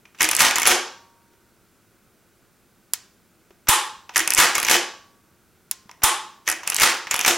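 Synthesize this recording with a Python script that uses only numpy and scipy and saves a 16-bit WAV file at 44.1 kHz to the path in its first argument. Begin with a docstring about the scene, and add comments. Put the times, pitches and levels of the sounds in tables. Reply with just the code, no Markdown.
"""A pump-action shotgun is racked three times and, in between, twice taken off safe and dry-fired in a small
hard room, close to a phone. Catches tick and knock, the bolt slams back and locks forward, the hammer falls:
bursts of coloured, fast-decaying noise. The fore-end rubs its tube as a grainy hiss, steel and room modes ring
as damped sines, and a dense echo answers over a faint noise floor. The phone's limiter flattens the loud blows."""
import sys
import numpy as np
from scipy import signal
from scipy.fft import rfft, irfft, next_fast_len
from scipy.io import wavfile
from scipy.ndimage import uniform_filter1d

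SR = 44100
rng = np.random.default_rng(int(sys.argv[2]) if len(sys.argv) > 2 else 0)


def transcribe(signal):
    """Save signal, clipped to [-1, 1], as a 16-bit WAV file at the path in sys.argv[1]."""
    frames = np.atleast_2d(signal).T
    limited = np.clip(frames, -1, 1)
    pcm = np.round(limited * 32767).astype(np.int16)
    wavfile.write(sys.argv[1], SR, pcm)


N = 325235
ATTACK = int(.005 * SR)  # the 5 ms over which a contact's level is set
BLOW = np.arange(8192) / SR  # time axis of one contact, in seconds


def undb(db):
    """Decibels to gain."""
    return 10 ** (np.asarray(db) / 20)


def fade(t, t60):
    """Exponential decay that loses 60 dB in t60 seconds."""
    return np.exp(-np.log(1000) * t / max(abs(t60), 1e-3))


def gains(points, n):
    """A colour curve of (Hz, dB) points as gains on the bins of an n-point spectrum."""
    hz, db = np.transpose(points)
    bins = np.log(np.fft.rfftfreq(n, 1 / SR) + 1)
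    return undb(np.interp(bins, np.log(hz), db))


# Stereo width. Each row: frequency in Hz, side over mid in dB.
STEREO_WIDTH = [(50, -0.5), (150, -9.5), (350, -15.5), (900, -21), (1500, -18), (2800, -22), (4500, -15.5),
                (7000, -5.5), (9500, -7), (13000, -22.5)]


def noise(points, n):
    """Coloured stereo noise of rms 1, as wide as the two microphones hear it."""
    mid, side = rfft(rng.standard_normal((2, n))) * gains(points, n)
    side = side * gains(STEREO_WIDTH, n)
    x = irfft(np.array([mid + side, mid - side]), n)
    return x / x.std()


def add(out, s, x):
    """Mix x into out from time s (seconds) on."""
    i = max(int(s * SR), 0)
    out[..., i:i + x.shape[-1]] += x[..., :max(N - i, 0)]


def mode(hz, t60):
    """One damped resonance: a decaying sine."""
    t = np.arange(32768) / SR
    return fade(t, t60) * np.sin(2 * np.pi * hz * t)


def burst(points, t60, rise_s=0.00042, damping=3):
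    """A contact: countless damped modes, with the energy of a decay whose first 5 ms have rms 1."""
    shape = fade(BLOW, t60) * (1 - np.exp(-BLOW / rise_s))
    shape = shape / np.sqrt(np.mean(shape[:ATTACK] ** 2))
    # the modes have random phases, but their strengths follow the colour of the contact
    phases = np.angle(rfft(noise(points, len(BLOW)) * shape))
    x = irfft(gains(points, len(BLOW)) * np.exp(1j * phases))
    x = x * fade(BLOW, damping * t60)
    energy = np.sum(np.mean(x ** 2, axis=0))
    return x * np.sqrt(np.sum(shape ** 2) / energy)


def stress(x, hz, width_hz, lift_db):
    """Lift one resonance of a sound and keep its energy."""
    b, a = signal.iirpeak(hz, hz / width_hz, fs=SR)
    y = x + undb(lift_db) * signal.lfilter(b, a, x)
    return y * x.std() / y.std()


# Colour of the noise floor. Each row: frequency in Hz, relative level in dB.
FLOOR_COLOUR = [(12, -37), (20, -13), (112, -3.5), (144, -7.5), (196, -2), (298, -8), (342, -3.5),
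                (478, -11), (985, -16.5), (1500, -11.5), (1720, -18), (2400, -19), (3080, -22.5),
                (3450, -22.5), (15500, -25)]


def quiet_floor(level_db=-59.5):
    """The steady background: faint coloured noise."""
    return undb(level_db) * noise(FLOOR_COLOUR, next_fast_len(N))[:, :N]


# The room's echo by band. Each row: centre in Hz, echo gain in dB, t60 in seconds.
ROOM_BANDS = [(60.3, -21, .3), (166, -13, 0.15), (308, 4, 0.46), (570.4, 4, 0.51), (1230, 0, 0.47),
              (2430, -1, 0.42), (4904, -1, 0.48), (9000, -1, 0.31), (14900, -4, 0.068)]


def room(x, build_s=0.0028, size=32768):
    """A dense echo that builds as the walls answer; each band dies at its own pace, the very top first."""
    t = np.arange(size) / SR
    centres = np.log([row[0] for row in ROOM_BANDS])
    bins = np.log(np.fft.rfftfreq(size, 1 / SR) + 1)
    white = rfft(noise([(1, 0), (SR, 0)], size))
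    echo = 0
    for band, (_, db, t60) in zip(np.eye(len(ROOM_BANDS)), ROOM_BANDS):
        shape = fade(t, t60) * (1 - np.exp(-(t / build_s) ** 2))
        shape = shape / np.linalg.norm(shape)
        band_noise = irfft(white * np.interp(bins, centres, band))
        echo = echo + undb(db) * band_noise * shape
    mono = x.mean(axis=0)[None]
    return signal.fftconvolve(mono, echo, axes=1)[:, :N]


# Low room modes set off around unlocking and locking. Each row: start in seconds, note in Hz, level in dB.
ROOM_BOOMS = [(0.236, 319, -27), (.70, 351.3, -21), (4.201, 324, -30.5), (4.742, 351, -21),
              (6.515, 316, -40.5), (7.292, 346.5, -21.5)]


def room_booms(t60=.3, swell_t60=0.032):
    """The room's low modes swell up and ring on around unlocking and locking."""
    out = np.zeros(N)
    for s, hz, db in ROOM_BOOMS:
        # a shorter copy taken away leaves a soft onset
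        add(out, s, undb(db) * (mode(hz, t60) - mode(hz, swell_t60)))
    return out


# The hands bump softly on the stock. Each row: start in seconds, note in Hz, level in dB.
STOCK_BUMPS = [(1.335, 333, -53.5), (3.507, 380, -43), (5.857, 208, -42)]


def bumps(t60=0.047):
    """Dull, short notes of the stock under the hands."""
    out = np.zeros(N)
    for s, hz, db in STOCK_BUMPS:
        add(out, s, undb(db) * mode(hz, t60))
    return out


# Colour of the pushed air. Each row: frequency in Hz, relative level in dB.
THUMP_COLOUR = [(15, -11), (35, 0), (80, -10), (160, -12.5), (300, -22), (800, -56.5)]


def thumps(t60=0.016, catch_db=-30):
    """Each jolt of the gun pushes the air beside the phone: hard at the heavy blows, slightly at every catch."""
    out = np.zeros((2, N))
    for s, _, _, jolt_db, *_ in HAMMER_FALLS + REAR_STOPS + LOCKUPS:
        add(out, s, undb(jolt_db) * burst(THUMP_COLOUR, t60))
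    for s, db, *_ in contacts():
        add(out, s, undb(db + catch_db) * burst(THUMP_COLOUR, t60))
    return out


# Colour of the sliding fore-end. Each row: frequency in Hz, relative level in dB.
SCRAPE_COLOUR = [(20, -31), (120, -24.5), (330, -12), (600, -13.5), (1100, -4.5), (1600, -4.5),
                 (2300, -0.5), (3000, 0), (4200, -9.5), (6000, -6.5), (9000, -19.5)]


def slide(rate=700, spread_db=6, grain_t60=0.0089, treble_db=-10):
    """Steel scrapes on steel: dense tiny slips of uneven size, about rate per second."""
    sizes = undb(spread_db * np.minimum(rng.standard_normal(N), 2))
    slips = (rng.random(N) < rate / SR) * sizes
    grain = signal.fftconvolve(slips, fade(BLOW, grain_t60))[:N]
    grain = grain / np.sqrt(np.mean(grain ** 2))
    size = next_fast_len(N)
    scrape = noise(SCRAPE_COLOUR, size) + undb(treble_db) * noise(SMALL_PARTS_COLOUR, size)
    return scrape[:, :N] * grain * rubbing()


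def swell(start, length, rise_t60, fall_t60):
    """An envelope that rises up to start, holds for length and dies away."""
    t = np.arange(N) / SR - start
    return fade(np.maximum(-t, 0), rise_t60) * fade(np.maximum(t - length, 0), fall_t60)


def rubbing(rise_t60=0.053, fall_t60=0.21, rear_db=-14, rear_hold_s=0.042, rear_t60=0.26,
            lock_db=-11, lock_hold_s=0.047, lock_t60=0.096):
    """How hard the fore-end rubs its tube: steadily through each movement, with a surge at each end stop."""
    power = np.zeros(N)
    for start, end, *_, scrape_db in UNLOCK_MOVES + PULL_MOVES + LIFT_MOVES + PUSH_MOVES:
        power += (undb(scrape_db) * swell(start, end - start, rise_t60, fall_t60)) ** 2
    surges = ((REAR_STOPS, rear_db, rear_hold_s, rear_t60), (LOCKUPS, lock_db, lock_hold_s, lock_t60))
    for stops, share_db, hold_s, t60 in surges:
        for s, db, *_ in stops:
            power += (undb(db + share_db) * swell(s, hold_s, rise_t60, t60)) ** 2
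    return np.sqrt(power)


# The safety snaps over. Each row: start in seconds, level in dB, nominal t60 of the crack in seconds,
# ring of the receiver in dB.
SAFETY_SNAPS = [(2.9354, -13, .004, -68), (5.7122, -17, .009, -53)]
# Colours of the crack and of the parts that shiver around it. Each row: frequency in Hz, relative level in dB.
SAFETY_COLOUR = [(300, -53), (620, -31), (850, -3.5), (1700, -17.5), (3300, -1), (4200, -6), (5100, 5.5),
                 (6000, -5), (7200, 9.5), (9100, -1), (10200, 10.5), (11200, 10), (12500, 3),
                 (15500, -10.5)]
SHIVER_COLOUR = [(300, -43), (700, -17), (950, -7.5), (1600, -4), (3200, -5.5), (5100, -2), (7200, -2.5),
                 (9500, -9.5), (15500, -11.5)]


def safety(ring_hz=1055, ring_t60=0.89, shiver_db=-14, shiver_t60=0.081):
    """A detent snaps: a very short crack; the parts around it shiver and the receiver rings faintly."""
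    cracks, shivers = np.zeros((2, 2, N))
    for s, db, t60, ring_db in SAFETY_SNAPS:
        add(cracks, s, undb(db) * burst(SAFETY_COLOUR, t60, damping=14.0))
        add(shivers, s, undb(db + shiver_db) * burst(SHIVER_COLOUR, shiver_t60))
        add(shivers, s, undb(ring_db) * mode(ring_hz, ring_t60))
    return cracks, shivers


# Every racking is the same four movements: unlock, pull back, tip the carrier, push forward.
# Each movement trips the same catches in the same order; only its speed and force differ.
# Each row: start in seconds, end in seconds, force in dB, easing (under 1 speeds up), scrape in dB.
UNLOCK_MOVES = [(0.2072, .2508, 1.2, .92, -24), (4.1588, 4.2035, 1, 1.13, -25),
                (6.4765, 6.5251, -2.2, 1.0, -34.5)]
PULL_MOVES = [(0.289, 0.3658, 0.28, 0.97, -29), (4.2756, 4.348, 1.7, .76, -39.5),
              (6.6752, 6.7646, -1.5, 1.06, -34)]
LIFT_MOVES = [(.386, 0.398, -1, 1.0, -26.5), (4.368, 4.382, 1.5, 0.93, -25),
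              (6.7856, 6.809, -1.2, 0.98, -22.5)]
PUSH_MOVES = [(0.5568, 0.6548, 0.012, .9, -27.5), (4.5517, 4.6847, 0.00098, 1.04, -28.5),
              (7.1102, 7.2482, 0.0047, 1.01, -30)]
# Catches along each movement. Each row: relative place from start to end, level in dB before force,
# treble over body in dB, nominal t60 in seconds, nominal note in Hz, ping in Hz.
CATCHES_UNLOCKING = [(0, -12.5, -5, 0.028, 1800, 6300), (.22, -15.5, 1, 0.02, 1900, 11200),
                     (0.461, -15, 6, 0.019, 1660, 9900), (.78, -19, 3.5, .022, 1600, 9600),
                     (1.001, -19, -3, .013, 1700, 7000)]
CATCHES_PULLING = [(0, -15.5, 1, 0.014, 2640, 9500), (.296, -15.5, 8, .012, 1883, 10050),
                   (.525, -19.5, -12.5, 0.014, 2670, 6000), (.79, -17.5, 12.5, .009, 2490, 10400),
                   (0.999, -16, 18, 0.0068, 2820, 8140)]
CATCHES_LIFTING = [(0, -20.5, -8.5, .015, 2090, 6100), (.53, -15, 0, .028, 2400, 10500),
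                   (1, -14.5, -2, .022, 2200, 7000)]
CATCHES_PUSHING = [(0, -15, 0.5, 0.044, 2100, 7000), (.23, -15.5, -5, 0.014, 1100, 11000),
                   (.38, -22, 4, .018, 2600, 10300), (.595, -16.5, -4, 0.012, 2250, 11000),
                   (.738, -17.5, 2, .011, 2550, 6200), (1.001, -11.5, -9, .01, 2300, 6000)]
# Trigger, sear and strut let go just before the hammer lands. Each row: lead in seconds, level in dB,
# treble over body in dB, nominal t60 in seconds, nominal note in Hz, ping in Hz.
TRIGGER_RELEASE = [(0.02, -29.5, -25.5, 0.02, 1200, 5300), (.0075, -20.5, -8, .03, 930, 6300),
                   (.0036, -7.5, 5.5, 0.015, 1170, 12000)]
# Lone taps of fingers and loose parts. Each row: start in seconds, level in dB, treble over body in dB,
# nominal t60 in seconds, nominal note in Hz, ping in Hz.
LONE_TAPS = [(.054, -44, -23.5, .014, 2400, 3600), (.147, -46, -14, 0.025, 1530, 6000),
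             (.5098, -16.5, -3, 0.0092, 2120, 5980), (1.335, -60, -20, 0.012, 900, 6000),
             (3.5063, -50.5, -22, .012, 700, 6000), (4.093, -30, -35.5, 0.0095, 960, 5940),
             (5.8936, -38, -29, 0.0051, 1050, 5500), (5.9132, -41, -3, .0075, 2230, 5500),
             (6.6324, -34, -9, 0.064, 1140, 6120), (7.07, -26, -22, .02, 1880, 6000)]


def contacts():
    """Every snap of a small part: (s, level dB, treble over body dB, nominal t60 s, note Hz, ping Hz)."""
    rows = list(LONE_TAPS)
    strokes = ((UNLOCK_MOVES, CATCHES_UNLOCKING), (PULL_MOVES, CATCHES_PULLING),
               (LIFT_MOVES, CATCHES_LIFTING), (PUSH_MOVES, CATCHES_PUSHING))
    for movements, catches in strokes:
        places = np.array([row[0] for row in catches])
        for start, end, force_db, easing, _ in movements:
            times = start + (end - start) * (places / places[-1]) ** easing
            for s, (_, db, *tone) in zip(times, catches):
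                rows.append((s, db + force_db, *tone))
    for s, *_ in HAMMER_FALLS:
        for lead, *sound in TRIGGER_RELEASE:
            rows.append((s - lead, *sound))
    return rows


# Colours of the knock on the receiver and of the small parts. Each row: frequency in Hz, relative level in dB.
BODY_COLOUR = [(20, -32.5), (90, -20.5), (200, -16), (340, -6.5), (500, -11.5), (700, -4), (1100, 0),
               (1900, 0.5), (2800, 0.5), (4200, -10), (6000, -4.5), (9000, -26)]
SMALL_PARTS_COLOUR = [(1500, -25.5), (3500, -19.5), (5200, -1), (7300, -0.5), (8800, -4.5), (10500, -5),
                      (12500, -5), (15500, -21)]


def clacks(body_stretch=3.2, tick_stretch=1.0, body_db=-3.5, note_db=-2, note_t60=0.028, note_scatter=.05,
           note_width_hz=500, note_lift_db=0, tick_db=1.0, ping_width_hz=700, ping_lift_db=8):
    """Small parts tick around their ping, knock on the receiver and sound a note; returns ticks and knocks."""
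    ticks, knocks = np.zeros((2, 2, N))
    for s, db, treble_db, t60, hz, ping_hz in contacts():
        body = undb(db) / np.hypot(1, undb(treble_db))  # body and treble share the level
        note = hz * (1 + note_scatter * rng.standard_normal())
        knock = burst(BODY_COLOUR, t60 * body_stretch, rise_s=0.00022)
        knock = stress(knock, note, note_width_hz, note_lift_db)
        tick = burst(SMALL_PARTS_COLOUR, t60 * tick_stretch, rise_s=0.00038)
        tick = stress(tick, ping_hz, ping_width_hz, ping_lift_db)
        add(knocks, s, body * undb(body_db) * knock)
        add(knocks, s, body * undb(note_db) * mode(note, note_t60))
        add(ticks, s, body * undb(treble_db + tick_db) * tick)
    return ticks, knocks


def chatter(share_db=-5, t60=.06):
    """Hammer and rear stop shake the loose small parts."""
    out = np.zeros((2, N))
    for s, db, *_ in HAMMER_FALLS + REAR_STOPS:
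        add(out, s, undb(db + share_db) * burst(SMALL_PARTS_COLOUR, t60, rise_s=0.00077))
    return out


def lug(hz=10960, t60=.06):
    """The locking lug pings briefly as it snaps into place."""
    out = np.zeros(N)
    for s, *_, ping_db in LOCKUPS:
        add(out, s, undb(ping_db) * mode(hz, t60))
    return out


# What receiver and barrel ring with. Each row: frequency in Hz, relative level in dB, t60 in seconds.
STEEL_MODES = [(355, -34.5, 0.69), (616, -33, 0.51), (753, -30.5, 0.32), (817, -30.5, 0.5),
               (931, -41.5, 1.7), (1069, -30.5, 0.76), (1136, -26, 0.86), (1224, -27, 0.41),
               (1410, -29.5, 0.26), (1457, -28, 0.33), (1587, -25, 0.52), (1892, -27.5, .3),
               (2917, -31, .22), (3580, -30.5, .3), (5360, -38.5, .35), (6250, -32.5, .25)]


def ring(size=65536, scatter_db=2.0):
    """The steel's long modes; each blow lands elsewhere and weights them anew."""
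    t = np.arange(size) / SR
    waves = np.array([undb(db) * fade(t, t60) * np.exp(2j * np.pi * hz * t) for hz, db, t60 in STEEL_MODES])
    out = np.zeros(N)
    for s, db, *_ in HAMMER_FALLS + REAR_STOPS + LOCKUPS:
        strengths = undb(db + scatter_db * rng.standard_normal(len(STEEL_MODES)))
        phases = 2 * np.pi * rng.random(len(STEEL_MODES))
        add(out, s, ((strengths * np.exp(1j * phases)) @ waves).imag)
    return out


# The hammer falls on an empty chamber; the bolt hits its rear stop and rebounds.
# Each row: start in seconds, level in dB, nominal t60 in seconds, jolt in dB.
HAMMER_FALLS = [(3.6909, -6.5, 0.13, -14), (6.0397, -6.5, 0.084, -16.5)]
REAR_STOPS = [(0.404, -7.5, 0.095, -31.5), (0.4169, -7.5, 0.049, -30.5), (4.387, -12, 0.087, -25.5),
              (4.4001, -8.5, 0.14, -38), (6.817, -13, 0.084, -33), (6.832, -8.5, 0.1, -31)]
# The bolt runs home and locks. 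Each row: start in seconds, level in dB, nominal t60 in seconds, jolt in dB,
# ping of the locking lug in dB.
LOCKUPS = [(.663, -16, .06, -39, -35), (.672, -6.5, 0.079, -37, -1), (4.696, -14.5, 0.063, -46, -42),
           (4.711, -9, 0.059, -42, -29), (7.261, -15.5, 0.062, -43, -28.5), (7.278, -10.5, 0.055, -35, -18)]
# Colours of the three blows. Each row: frequency in Hz, relative level in dB.
HAMMER_COLOUR = [(88, -72.5), (150, -37.5), (308, -27.5), (381, -22.5), (708, -30), (844, -4.5), (948, -11),
                 (1090, -3), (1540, -15), (1800, -8.5), (1940, -14), (3550, -11.5), (4390, -19),
                 (9730, -13), (15500, -25)]
REAR_COLOUR = [(88, -50), (150, -15), (618, -15.5), (708, -13), (894, -4), (966, -8.5), (1220, -2.5),
               (1760, -3), (1910, -3), (2500, -8.5), (5870, -10), (11400, -14), (15500, -24)]
LOCK_COLOUR = [(88, -52), (150, -20.5), (346, -7), (668, -10.5), (736, -3.5), (930, -8), (1600, -1.5),
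               (1800, -3), (4560, -8), (6350, -4), (10300, -13.5), (11100, -7.5), (15500, -21.5)]


def slams(rows, colour):
    """Heavy blows: a crash of steel on steel."""
    out = np.zeros((2, N))
    for s, db, t60, *_ in rows:
        add(out, s, undb(db) * burst(colour, t60, rise_s=0.00087))
    return out


# Balance of the microphones. Each row: frequency in Hz, left over right in dB.
LEFT_OVER_RIGHT = [(100, -1.5), (400, .5), (700, 1.5), (1300, -1.5), (3000, -0.5), (6000, -0.5), (10000, 0)]


def microphones(x):
    """The two microphones differ a little in colour."""
    size = next_fast_len(N)
    left = np.sqrt(gains(LEFT_OVER_RIGHT, size))
    return irfft(rfft(x, size) * np.array([left, 1 / left]), size)[:, :N]


def scene(tick_room_db=-11, knock_room_db=-4, slam_room_db=1, safety_room_db=-7, ring_db=-1):
    """The gun over a quiet room; the small parts are near the phone, so their ticks send little to the room."""
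    ticks, knocks = clacks()
    ticks = ticks + chatter() + lug()
    knocks = knocks + slide()
    cracks, shivers = safety()
    heavy = slams(HAMMER_FALLS, HAMMER_COLOUR) + slams(REAR_STOPS, REAR_COLOUR) + slams(LOCKUPS, LOCK_COLOUR)
    to_room = undb(tick_room_db) * ticks + undb(knock_room_db) * knocks
    to_room = to_room + undb(safety_room_db) * shivers + undb(slam_room_db) * heavy
    gun = ticks + knocks + cracks + shivers + heavy
    gun = gun + thumps() + bumps() + undb(ring_db) * ring()
    return microphones(gun + room_booms() + room(to_room) + quiet_floor())


def record(dry, ceiling_db=-10, attack_s=.003, release_db_per_s=170, size=89, top_hz=16000):
    """The phone's limiter ducks fast and recovers slowly; peaks that slip through are rounded, the top is cut."""
    power = uniform_filter1d(np.mean(dry ** 2, axis=0), size)
    over = np.maximum(10 * np.log10(np.abs(power) + 1e-12) - ceiling_db, 0)
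    # the reduction in dB jumps up with the level and falls back at a steady rate
    recovery = release_db_per_s * np.arange(N) / SR
    duck = np.maximum.accumulate(over + recovery) - recovery
    pole = np.exp(-1 / (attack_s * SR))
    smooth_duck = signal.lfilter([1 - pole], [1, -pole], duck)
    limited = np.tanh(dry * undb(-smooth_duck))
    return signal.sosfilt(signal.ellip(10, .2, 70, top_hz, fs=SR, output="sos"), limited)


dry = scene()
out = record(dry)
transcribe(out)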